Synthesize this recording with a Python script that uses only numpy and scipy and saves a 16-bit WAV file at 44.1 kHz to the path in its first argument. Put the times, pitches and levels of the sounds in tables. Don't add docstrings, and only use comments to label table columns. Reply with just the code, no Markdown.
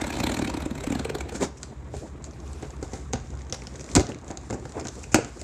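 import sys
import numpy as np
from scipy import signal
from scipy.io import wavfile
from scipy.ndimage import uniform_filter1d

SR = 44100
rng = np.random.default_rng(int(sys.argv[2]) if len(sys.argv) > 2 else 0)


def pcm_store(signal):
    levels = np.round(np.clip(np.atleast_2d(signal), -1, 1) * 32767)
    wavfile.write(sys.argv[1], SR, levels.astype(np.int16).T)


def boost(x):
    u = np.asarray(x, float) / 20
    return 10 ** u


N = 239507


def evened(x):
    return x / np.sqrt(np.mean(x ** 2) + 1e-20)


def topped(x):
    return x / (abs(x).max() + 1e-12)


def read(points, hz):
    f, value = np.transpose(points)
    return np.interp(np.log(hz + 1), np.log(f + 1), value)


def add(mix, s, sound, lead_s=0.):
    at = round((s - lead_s) * SR)
    part = mix[max(at, 0):][:len(sound) + min(at, 0)]
    part += sound[max(-at, 0):][:len(part)]


def colour(x, points, tilt_db=0.):
    hz = np.fft.rfftfreq(1024, 1 / SR)
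    gain_db = read(points, hz) + tilt_db * np.log2((hz + 100) / 4000)
    log_gain = np.log(boost(np.maximum(gain_db, -100)))
    circle = np.concatenate([log_gain, log_gain[-2:0:-1]])
    impulse = np.fft.ifft(np.exp(np.conj(signal.hilbert(circle)))).real
    return signal.oaconvolve(x, impulse)


def grit(size, per_s, spread_db):
    chance, sign, big = rng.random((size, 3)).T
    snaps = chance < per_s / SR
    return snaps * np.sign(sign - .5) * boost(-spread_db * np.log(big + 0.018))


def hiss(points, level_db, size, patchy_db, flicker_db):
    hop, hz = size // 4, np.fft.rfftfreq(size, 1 / SR)
    a, b, patches = rng.standard_normal((N // hop + 5, len(hz), 3)).T
    flicker = evened(uniform_filter1d(patches[0], size=4))
    patches = uniform_filter1d(patches, size=6, axis=0)
    patches = evened(uniform_filter1d(patches, size=16, axis=1))
    gain_db = read(points, hz)[:, None] + patchy_db * patches + flicker_db * flicker
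    noise = signal.istft((a + 1j * b) * boost(gain_db), nperseg=size, noverlap=size - hop)[1][:N]
    return boost(level_db) * evened(noise)


def swells(rest_db, peaks_s, reach_s, peaks_db):
    fall_db, rise_share = 16.5, 0.74
    t = np.arange(0, N / SR + .01, .002)
    late = t[:, None] - peaks_s
    fall = fall_db * np.maximum(late, -late / rise_share) / reach_s
    power = boost(2 * rest_db(t)) + boost(2 * (peaks_db - fall)).sum(axis=1)
    return np.interp(np.arange(N) / SR, t, 10 * np.log10(power))


def ring(hz, t60_s, size=4000):
    t = np.arange(size) / SR
    return boost(-60 * t / t60_s) * np.sin(2 * np.pi * hz * t)


# f/Hz, level/dB, t60/s
BOX = [(125.3, -11.5, 0.14), (280, -8.5, 0.048), (424, -3.5, 0.024), (520, -13.5, 0.074),
       (776, -9.5, 0.053), (1160, -68, 0.017), (1500, -17, 0.017), (2120, -16.5, 0.017)]


def boom(push, hz, own_db=8.5, own_t60_s=0.05):
    others = sum(boost(db) * ring(f, t60_s) for f, db, t60_s in BOX)
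    return topped(signal.oaconvolve(push, boost(own_db) * ring(hz, own_t60_s) + others))


# t/s, rasp peak level/dB, boom re rasp/dB, boom f/Hz
TEARS = [(0.014, -21.5, 2.5, 302), (0.039, -23, -7, 268), (0.0653, -25.5, 0, 250), (0.075, -28, 3, 261),
         (0.091, -33, -3, 280), (0.1014, -25, -2, 297), (0.1246, -26.5, -3, 288), (0.138, -29.5, 0, 270),
         (0.151, -29.5, -5, 288), (0.1655, -25, 1, 312), (0.184, -27, 3, 280), (0.1997, -19, 1, 238),
         (0.2343, -18, 1.5, 312), (0.2661, -18.5, 0.5, 257), (0.2935, -22.5, 2.5, 316),
         (0.3162, -23.5, 3.5, 256), (0.3408, -24.5, 2.5, 292), (0.3675, -24.5, 2.5, 270),
         (0.389, -21.5, 5.5, 258), (0.418, -23.5, 8.5, 312), (0.4448, -26, 3.5, 244),
         (0.4736, -24.5, 3, 296), (0.4963, -24, -2, 280), (0.5389, -27, 8.5, 307), (0.5685, -25, 4.5, 292),
         (0.602, -31, -16, 264), (0.62, -30.5, 6, 259), (0.6546, -28.5, 12, 310),
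         (0.7066, -32.5, 12.5, 247)]
# t/s, rasp peak level/dB, boom re rasp/dB, boom f/Hz
EDGE_TEARS = [(0.751, -31, 1, 256), (0.7778, -32.5, 1, 280), (0.8043, -29.5, -3, 457),
              (0.837, -27, -2, 480), (0.8672, -26.5, 9.5, 283), (0.8989, -29, 13, 280),
              (0.9202, -24.5, 7, 276), (0.9495, -25, 7, 255), (0.9924, -25, 5, 257),
              (1.047, -25.5, 6.5, 452), (1.095, -22.5, 3, 440), (1.1483, -21, -1.5, 412),
              (1.1823, -32, 0, 423), (1.2052, -25.5, -2, 333), (1.2897, -27, -9, 326),
              (1.3218, -34, 5, 466), (1.3518, -38, 0, 277), (1.4062, -31.5, 4, 424),
              (1.4283, -28, 9.5, 350)]
# f/Hz, level/dB
RASP = [(350, -17), (600, 7), (660, 2), (1440, -9.5), (1610, -8.5), (2390, -10), (2780, -13.5), (4020, -14),
        (4740, -19.5), (7550, -17.5), (10100, -32.5), (12400, -33.5), (15800, -57)]
# f/Hz, level/dB, t60/s
BLADE = [(953, -8, .018), (1573, -6, 0.021), (2400, -7.5, 0.015), (3980, -9, 0.011), (7520, -10, .01)]


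def tears():
    lead_s, edge_s = .015, 1.25
    ridge_colour_db, blade_spread_db = 3.5, 6
    out, t = np.zeros(N), np.arange(2400) / SR - lead_s
    for s, db, boom_db, hz in list(TEARS) + list(EDGE_TEARS):
        rip_s = (16.7 - 3.3 * s) / 1000
        tilt_db = 5.5 if s > edge_s else 2.2
        swell = (1 + ((t - .004) / (rip_s / 3)) ** 2) ** -1.6
        burst = grit(size=2400, per_s=9000, spread_db=3.5) * swell

        own_db = ridge_colour_db * rng.standard_normal(len(RASP))
        top_loss_db = 14 * max(s - .9, 0)
        rasp = [(f, d + o - top_loss_db * (f > 9500)) for (f, d), o in zip(RASP, own_db)]
        add(out, s, boost(db + 1.0) * topped(colour(burst, rasp, tilt_db)), lead_s)

        blade = np.zeros(1000)
        for f, d, t60_s in BLADE:
            mode_db = d + blade_spread_db * rng.standard_normal()
            blade += boost(mode_db) * ring(f * rng.uniform(0.918, 1.08), t60_s, size=1000)
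        add(out, s, boost(db - 6.0) * topped(signal.oaconvolve(burst, blade)), lead_s)

        thud = 11.0 * np.exp(-((t - .006) / 0.00028) ** 2)
        add(out, s, boost(db + boom_db + 1.5) * boom(burst * swell + thud, hz, own_db=9.5), 0.01405)
    return out


# f/Hz, level/dB
CRACK = [(410, -27), (700, -3.5), (1120, -10), (1550, -10), (2610, -13.5), (3140, -15.5), (6680, -7.5),
         (9880, -24), (11600, -31.5), (15800, -56)]


def dulled(db):
    return [(f, d - 0.1 * min(db, 0) * (f > 9500) * -1) for f, d in CRACK]


def flick(hz):
    t = np.arange(300) / SR
    span = t / (0.00025 + 1.4 / hz)
    return topped(span ** 3 * np.exp(-3 * span) * np.sin(2 * np.pi * hz * t))


# t/s, peak level/dB, f/Hz, knock re tick/dB
TICKS = [(1.6308, -20.5, 7440, -16), (1.9666, -32, 7900, 4), (2.242, -26, 7540, -32),
         (2.31, -36.5, 6130, -20), (2.4017, -36.5, 6540, -18), (2.5318, -32.5, 7800, -26),
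         (2.625, -30, 7340, 6), (2.705, -31, 7000, -15), (2.828, -28, 7100, 10), (2.9197, -39, 6440, -8),
         (2.934, -32, 6860, 7), (3.1338, -16, 6570, -8.5), (3.3045, -35, 6740, -2),
         (3.4978, -29.5, 6260, -12), (3.5248, -14.5, 5840, -6), (3.637, -40, 8900, -15),
         (3.6702, -25, 5300, -3), (3.757, -31.5, 6470, -19), (3.81, -29, 6060, -20),
         (3.8424, -30, 7000, -19), (3.915, -25, 6440, -18)]
# t/s, peak level/dB, f/Hz, knock re tick/dB
CUT_TICKS = [(3.9518, -2, 7580, -21), (3.9965, -18, 6500, 10), (4.068, -28, 5640, -14),
             (4.187, -37.5, 6500, -21), (4.214, -41, 6800, -17.5), (4.2801, -32.5, 6740, 4),
             (4.598, -38, 7140, -12), (4.811, -30, 5100, -15), (4.312, -27, 6750, 3),
             (4.3728, -21, 6650, -9), (4.5073, -22.5, 7000, 5.5), (4.694, -32.5, 7840, -20),
             (4.7214, -31.5, 7250, -16), (4.7985, -32, 7150, -8), (4.8521, -28, 6440, 8.5),
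             (4.8706, -20.5, 7050, -17), (4.888, -26, 6300, -5), (4.954, -34, 7450, -13),
             (5.1443, -4.5, 7900, -25), (5.2468, -24, 7050, 0), (5.4, -42, 5700, -15),
             (5.4147, -24, 7560, -0.5)]
# t/s, peak level/dB, f/Hz, knock re tick/dB
TAPS = [(3.4097, -37.5, 2150, -12), (3.6207, -34, 2200, 5), (3.7541, -38.5, 1860, -7),
        (3.795, -35.5, 2300, -15), (3.8902, -32.5, 2240, -13), (4.1188, -29.5, 2800, 5),
        (4.1459, -37, 2340, -11), (4.502, -37, 1470, 5), (4.6536, -31.5, 1550, 8.5), (5.0, -49, 3500, -8),
        (5.04, -29, 2400, -5), (5.1439, -4.5, 1390, -20), (5.1443, -5, 2340, -16)]
# t/s, peak level/dB, f/Hz
CREASES = [(2.2238, -44, 6980), (2.2514, -35, 7000), (2.3346, -42, 4820), (2.478, -38, 6640),
           (2.6544, -46, 7110), (2.7666, -41, 7060), (2.8794, -38, 7010), (2.975, -35, 6960),
           (3.1994, -38, 6400), (3.249, -46, 6650), (3.2715, -40, 5610), (3.3398, -44, 6430),
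           (3.3526, -41, 7350), (3.3732, -38, 7160), (3.3917, -39.5, 5700), (3.418, -35, 6650),
           (3.4496, -46, 5350), (3.468, -42, 6370), (3.6195, -35, 5630), (3.7414, -39, 6190),
           (3.7606, -34, 7540), (3.7955, -32, 6200), (3.8626, -36, 6130), (3.8896, -36, 5900),
           (3.9347, -33, 7170), (3.9634, -7, 6660), (4.146, -31, 6420), (4.245, -39, 7310),
           (4.3054, -33.5, 7040), (4.3532, -48, 6860), (4.4129, -40, 6950), (4.4333, -42, 7330),
           (4.4934, -39, 7080), (4.5004, -29, 7360), (4.6528, -39, 7490), (4.8838, -20.5, 6550)]


def ticks():
    crease_knock_db = -12
    creases = [(*row, crease_knock_db) for row in CREASES]
    kinds = [(TICKS, 35), (CUT_TICKS, 23), (TAPS, 28), (creases, 16)]
    out, t = np.zeros(N), np.arange(3000) / SR
    for rows, t60_ms in kinds:
        for s, db, hz, knock_db in rows:
            fade = boost(-60 * t / (t60_ms / 1000))
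            crackle = grit(size=3000, per_s=12000, spread_db=2.0) * fade
            add(out, s, boost(db - 2.5) * (flick(hz) + boost(-11.0) * flick(.56 * hz)))
            add(out, s, boost(db - 7.0) * topped(colour(crackle, dulled(db - 1.5))))
            knock = boom(crackle, rng.uniform(220, 616), own_db=-4.0)
            add(out, s, boost(db + knock_db - 5.0) * knock)
    return out


# t/s, rustle peak level/dB, boom level/dB, boom f/Hz, shudder t60/ms
POPS = [(1.4235, -24, -20, 345, 60), (1.4348, -12, -55, 365, 120), (2.0604, -44, -47, 534, 97),
        (2.826, -33, -24.5, 300, 64), (2.9333, -24.5, -27, 313, 63), (3.5249, -15, -34, 524, 100),
        (3.9516, -1.5, -17, 221, 74), (3.9964, -12.5, -21.5, 267, 214), (4.0895, -23, -28, 283, 100),
        (4.527, -25.5, -25, 253, 120), (5.1438, -18, -16.5, 335, 120)]
# t/s, rustle peak level/dB, boom level/dB, boom f/Hz, shudder t60/ms
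THUMPS = [(1.939, -31, -32, 420, 48), (2.6282, -25.5, -34, 342, 86), (3.1338, -13.5, -25.5, 452, 146),
          (3.9633, -4, -13, 350, 132), (4.306, -27, -40, 310, 35), (4.6533, -28.5, -45, 278, 96),
          (4.793, -21, -35, 390, 75), (4.8527, -21, -35, 316, 79), (5.155, -4, -20.5, 303, 83),
          (5.1867, -32, -20, 450, 83)]
# t/s, rustle peak level/dB, boom level/dB, boom f/Hz, shudder t60/ms
SCUFFS = [
    (4.5015, -22, -29.5, 210, 53),
    (4.3, -18.5, -29.5, 340, 210),
    (4.625, -32, -37, 360, 34),
]


def pops():
    kinds = [(POPS, -0.5), (THUMPS, -5.5), (SCUFFS, -10)]
    out, t = np.zeros(N), np.arange(9000) / SR
    for rows, tilt_db in kinds:
        for s, db, boom_db, hz, t60_ms in rows:
            clumps = boost(4.2 * evened(uniform_filter1d(rng.standard_normal(len(t)), size=250)))
            fade = boost(-60 * t / (t60_ms / 1000))
            rustle = grit(size=9000, per_s=16000, spread_db=3.5) * clumps * fade
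            add(out, s, boost(db - 8.5) * topped(colour(rustle, dulled(db + 3), tilt_db)))
            add(out, s, boost(boom_db + 3.0) * boom(rustle * fade ** 0.8, hz, own_db=0.0))
    return out


# t/s, peak level/dB, f/Hz, t60/ms
KNOCKS = [(1.42, -15, 370, 57), (1.428, -19, 590, 33), (1.44, -16.5, 388, 40), (1.94, -23.5, 604, 26),
          (2.057, -39, 910, 45), (2.63, -30.5, 413, 50), (2.827, -32, 400, 48), (2.828, -35, 1360, 35),
          (2.934, -37, 308, 63), (2.936, -39, 900, 35), (2.985, -30, 356, 56), (3.134, -23, 770, 50),
          (3.14, -20, 233, 70), (3.526, -28, 494, 55), (3.966, -4, 305, 42), (3.969, -12.5, 107, 130),
          (3.977, -11.5, 380, 49), (3.978, -15, 540, 45), (4.003, -17, 332, 60), (4.308, -30, 315, 50),
          (4.503, -35, 1240, 30), (4.505, -28, 497, 40), (4.527, -25, 418, 40), (4.545, -24, 332, 61),
          (4.652, -34, 496, 37), (4.757, -28.5, 382, 60), (4.758, -32, 850, 50), (4.768, -28, 520, 37),
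          (4.783, -35, 1300, 35), (4.777, -27, 454, 50), (4.791, -27, 700, 32), (4.855, -32, 312, 54),
          (5.1459, -5.5, 320.6, 85), (5.1465, -14, 610, 54), (5.154, -11, 299, 71), (5.187, -19.5, 452, 60)]


def knocks():
    out, push = np.zeros(N), np.hanning(24)
    for s, db, hz, t60_ms in KNOCKS:
        add(out, s, boost(db) * boom(push, hz, own_db=10.5, own_t60_s=t60_ms / 1000))
    return out


# start t/s, length/s, level/dB
PEELS = [(1.57, 0.014, -52.5), (1.933, 0.037, -56), (3.1276, 0.0085, -38), (3.801, 0.011, -46.5),
         (4.526, .02, -47), (4.795, 0.0068, -41.5), (3.954, 0.01, -23), (2.243, 0.027, -55.5),
         (4.842, .01, -48), (5.03, 0.01, -42.5), (5.1172, 0.018, -42), (5.146, 0.012, -30.5),
         (5.392, 0.022, -49.5)]
# f/Hz, level/dB
PEEL = [(1500, -17.5), (2500, 1), (3300, -18), (4200, -16), (4900, -3.5), (7200, 5), (9000, -12),
        (15800, -42)]


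def peels():
    out, t = np.zeros(N), np.arange(4000) / SR
    for s, length_s, db in PEELS:
        shape = np.minimum(t / 0.0019, 1) * boost(-1500 * np.maximum(t - length_s, 0))
        snaps = colour(grit(size=4000, per_s=15000, spread_db=4.5), PEEL)
        add(out, s, boost(db) * evened(snaps)[:4000] * shape)
    return out


def specks(level_db):
    out = np.zeros(N)
    for hz in (2400, 5000, 6200, 7600):
        out += signal.oaconvolve(grit(size=N, per_s=22, spread_db=4.0), flick(hz))[:N]
    return boost(level_db) * evened(out)


# t/s, scrape level/dB
DRAG = [(0, -44.5), (0.1, -48), (0.3, -47), (0.6, -48.5), (0.72, -51), (0.85, -49), (1.0, -45),
        (1.12, -53.5), (1.32, -51), (1.5, -59)]
# peak t/s, reach/s, sliding level/dB, pressing level/dB
MOVES = [(0.19, 0.031, -43, -38), (1.358, 0.031, -36.5, -32.5), (1.428, 0.038, -32.5, -21.5),
         (1.63, 0.13, -55.5, -60), (1.952, 0.026, -51, -46), (1.99, 0.092, -50, -52),
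         (2.07, 0.048, -56, -53), (2.25, 0.059, -57, -54), (2.5, 0.21, -57.5, -67),
         (2.66, 0.23, -61, -44.5), (2.845, 0.054, -50, -44), (2.961, 0.14, -49, -42), (3.25, 0.3, -59, -53),
         (3.4, 0.087, -58.5, -62), (3.6, 0.19, -55.5, -49), (3.76, 0.35, -55, -46),
         (3.92, 0.2, -48.5, -45.5), (4.1, 0.048, -52, -37.5), (4.29, 0.074, -52, -47),
         (4.54, 0.03, -59, -27), (4.46, 0.12, -56, -58), (4.69, 0.33, -56, -51), (4.779, 0.06, -55, -29.5),
         (4.98, 0.4, -51.5, -58), (5.14, 0.045, -49, -46), (5.28, 0.086, -53, -42),
         (5.4, 0.31, -53.5, -59.5)]
# f/Hz, level/dB
RUB = [(2500, -38), (3300, -10), (4600, -5), (5800, -2.5), (7200, 3), (8400, -4), (9500, -14), (12500, -27),
       (15800, -65)]
# f/Hz, level/dB
SCRAPE = [(600, -39), (1000, 5), (1600, 2.5), (2400, -2), (2900, -6), (3900, -6.5), (5000, -31)]
# f/Hz, level/dB
GROAN = [(88, -28), (150, -9), (300, 1), (398, -2.5), (581, -8.5), (897, -11.5), (1090, -17.5), (1440, -21),
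         (2000, -25), (2600, -33), (4400, -120)]


def handling():
    s, reach_s, slide_db, press_db = np.transpose(MOVES)
    slide_share = 0.69
    move_scrape_db = slide_share * slide_db + (1 - slide_share) * press_db - 5

    def drag_db(t):
        return np.interp(t, *np.transpose(DRAG))

    rub_db = swells(lambda t: np.maximum(drag_db(t) - 10, -66.5), s, reach_s, slide_db)
    scrape_db = swells(lambda t: np.maximum(drag_db(t), -61.5), s, reach_s, move_scrape_db)
    groan_db = swells(lambda t: np.maximum(-38.5 + 0.71 * (drag_db(t) + 46.5), -55),
                      s, reach_s, press_db)
    rub = hiss(RUB, rub_db - .6, size=256, patchy_db=.7, flicker_db=1.2)
    scrape = hiss(SCRAPE, scrape_db - 1.5, size=256, patchy_db=1.1, flicker_db=1.5)
    groan = hiss(GROAN, groan_db, size=512, patchy_db=3.0, flicker_db=2.5)
    return rub + specks(rub_db - 16.5) + scrape + groan


# peak t/s, reach/s, level/dB
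SWEEPS = [(1.98, 0.11, -55), (2.34, 0.087, -62), (2.48, .12, -58), (2.6, 0.29, -56), (2.74, .12, -64),
          (4.97, .2, -59), (5.38, 0.13, -63.5)]
# f/Hz, level/dB
SWEEP = [(1500, -6), (2050, -21), (2420, 1.5), (2900, -8), (4400, -5), (5300, -5), (9900, -12),
         (12500, -21), (15500, -48)]


def sweeps():
    level_db = swells(lambda t: np.full(len(t), -90.), *np.transpose(SWEEPS))
    return hiss(SWEEP, level_db, size=256, patchy_db=2.0, flicker_db=2.2)


# t/s, level/dB
RUMBLE_DB = [(0, -36.5), (1.15, -34.5), (1.5, -39.5), (3.4, -38), (3.8, -42.5), (5.43, -41)]
# t/s, level/dB
JOLTS = [(0.24, -24.5), (1.44, -40), (1.97, -31), (3.15, -30), (3.33, -32.5), (3.98, -20.5), (4.52, -34),
         (5.15, -35), (5.43, -32)]
# f/Hz, level/dB
RUMBLE = [(12, -71), (20, -44), (32, -40), (42, -38), (59, 10), (78, -3.5), (98, -10), (135, -4.5),
          (153, -8.5), (168, -48), (220, -15), (290, -47), (480, -120)]
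# f/Hz, level/dB
FLOOR = [(110, -6), (180, 8), (293, 6), (495, -29), (790, -10), (989, -43), (1110, -0.5), (1260, -35),
         (3040, -37), (5750, -29), (7200, -43), (11300, -42), (15800, -85)]


def background():
    s, db = np.transpose(JOLTS)
    jolt_reach_s, floor_db = 0.064, -52
    lumps_db = swells(lambda t: np.interp(t, *np.transpose(RUMBLE_DB)), s, jolt_reach_s, db)
    rumble = hiss(RUMBLE, lumps_db - .6, size=4096, patchy_db=0.76, flicker_db=0.4)
    return rumble + hiss(FLOOR, floor_db, size=512, patchy_db=1.8, flicker_db=3.0)


# f/Hz, t60/s
ROOM = [(200, 0.32), (4000, 0.41), (10000, 0.19)]


def room(x):
    taps = np.zeros(SR // 2)
    at = np.arange(160, len(taps) - 20, 20)
    taps[at + rng.integers(0, 20, len(at))] = rng.choice([-1., 1.], len(at))
    hz, t, z = signal.stft(taps, SR, nperseg=256)
    tail = signal.istft(z * boost(-60 * t / read(ROOM, hz)[:, None]), SR, nperseg=256)[1]
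    return signal.fftconvolve(x, tail / np.linalg.norm(tail))[:N]


def scene():
    box = tears() + ticks() + pops() + knocks() + peels()
    return (box + boost(-12.5) * room(box) + handling() + sweeps() + background())[None]


def low_pass(x):
    return signal.sosfilt(signal.butter(12, 16000, fs=SR, output="sos"), x)


def record(dry):
    low_cut_hz, top_hz, limit = 50, 16020, .77
    x = signal.sosfilt(signal.butter(2, low_cut_hz, "high", fs=SR, output="sos"), dry)
    x = np.clip(x, -limit, limit)
    x = signal.sosfilt(signal.cheby2(20, 60, top_hz, fs=SR, output="sos"), x)
    return low_pass(x)


dry = scene()
out = record(dry)
pcm_store(out)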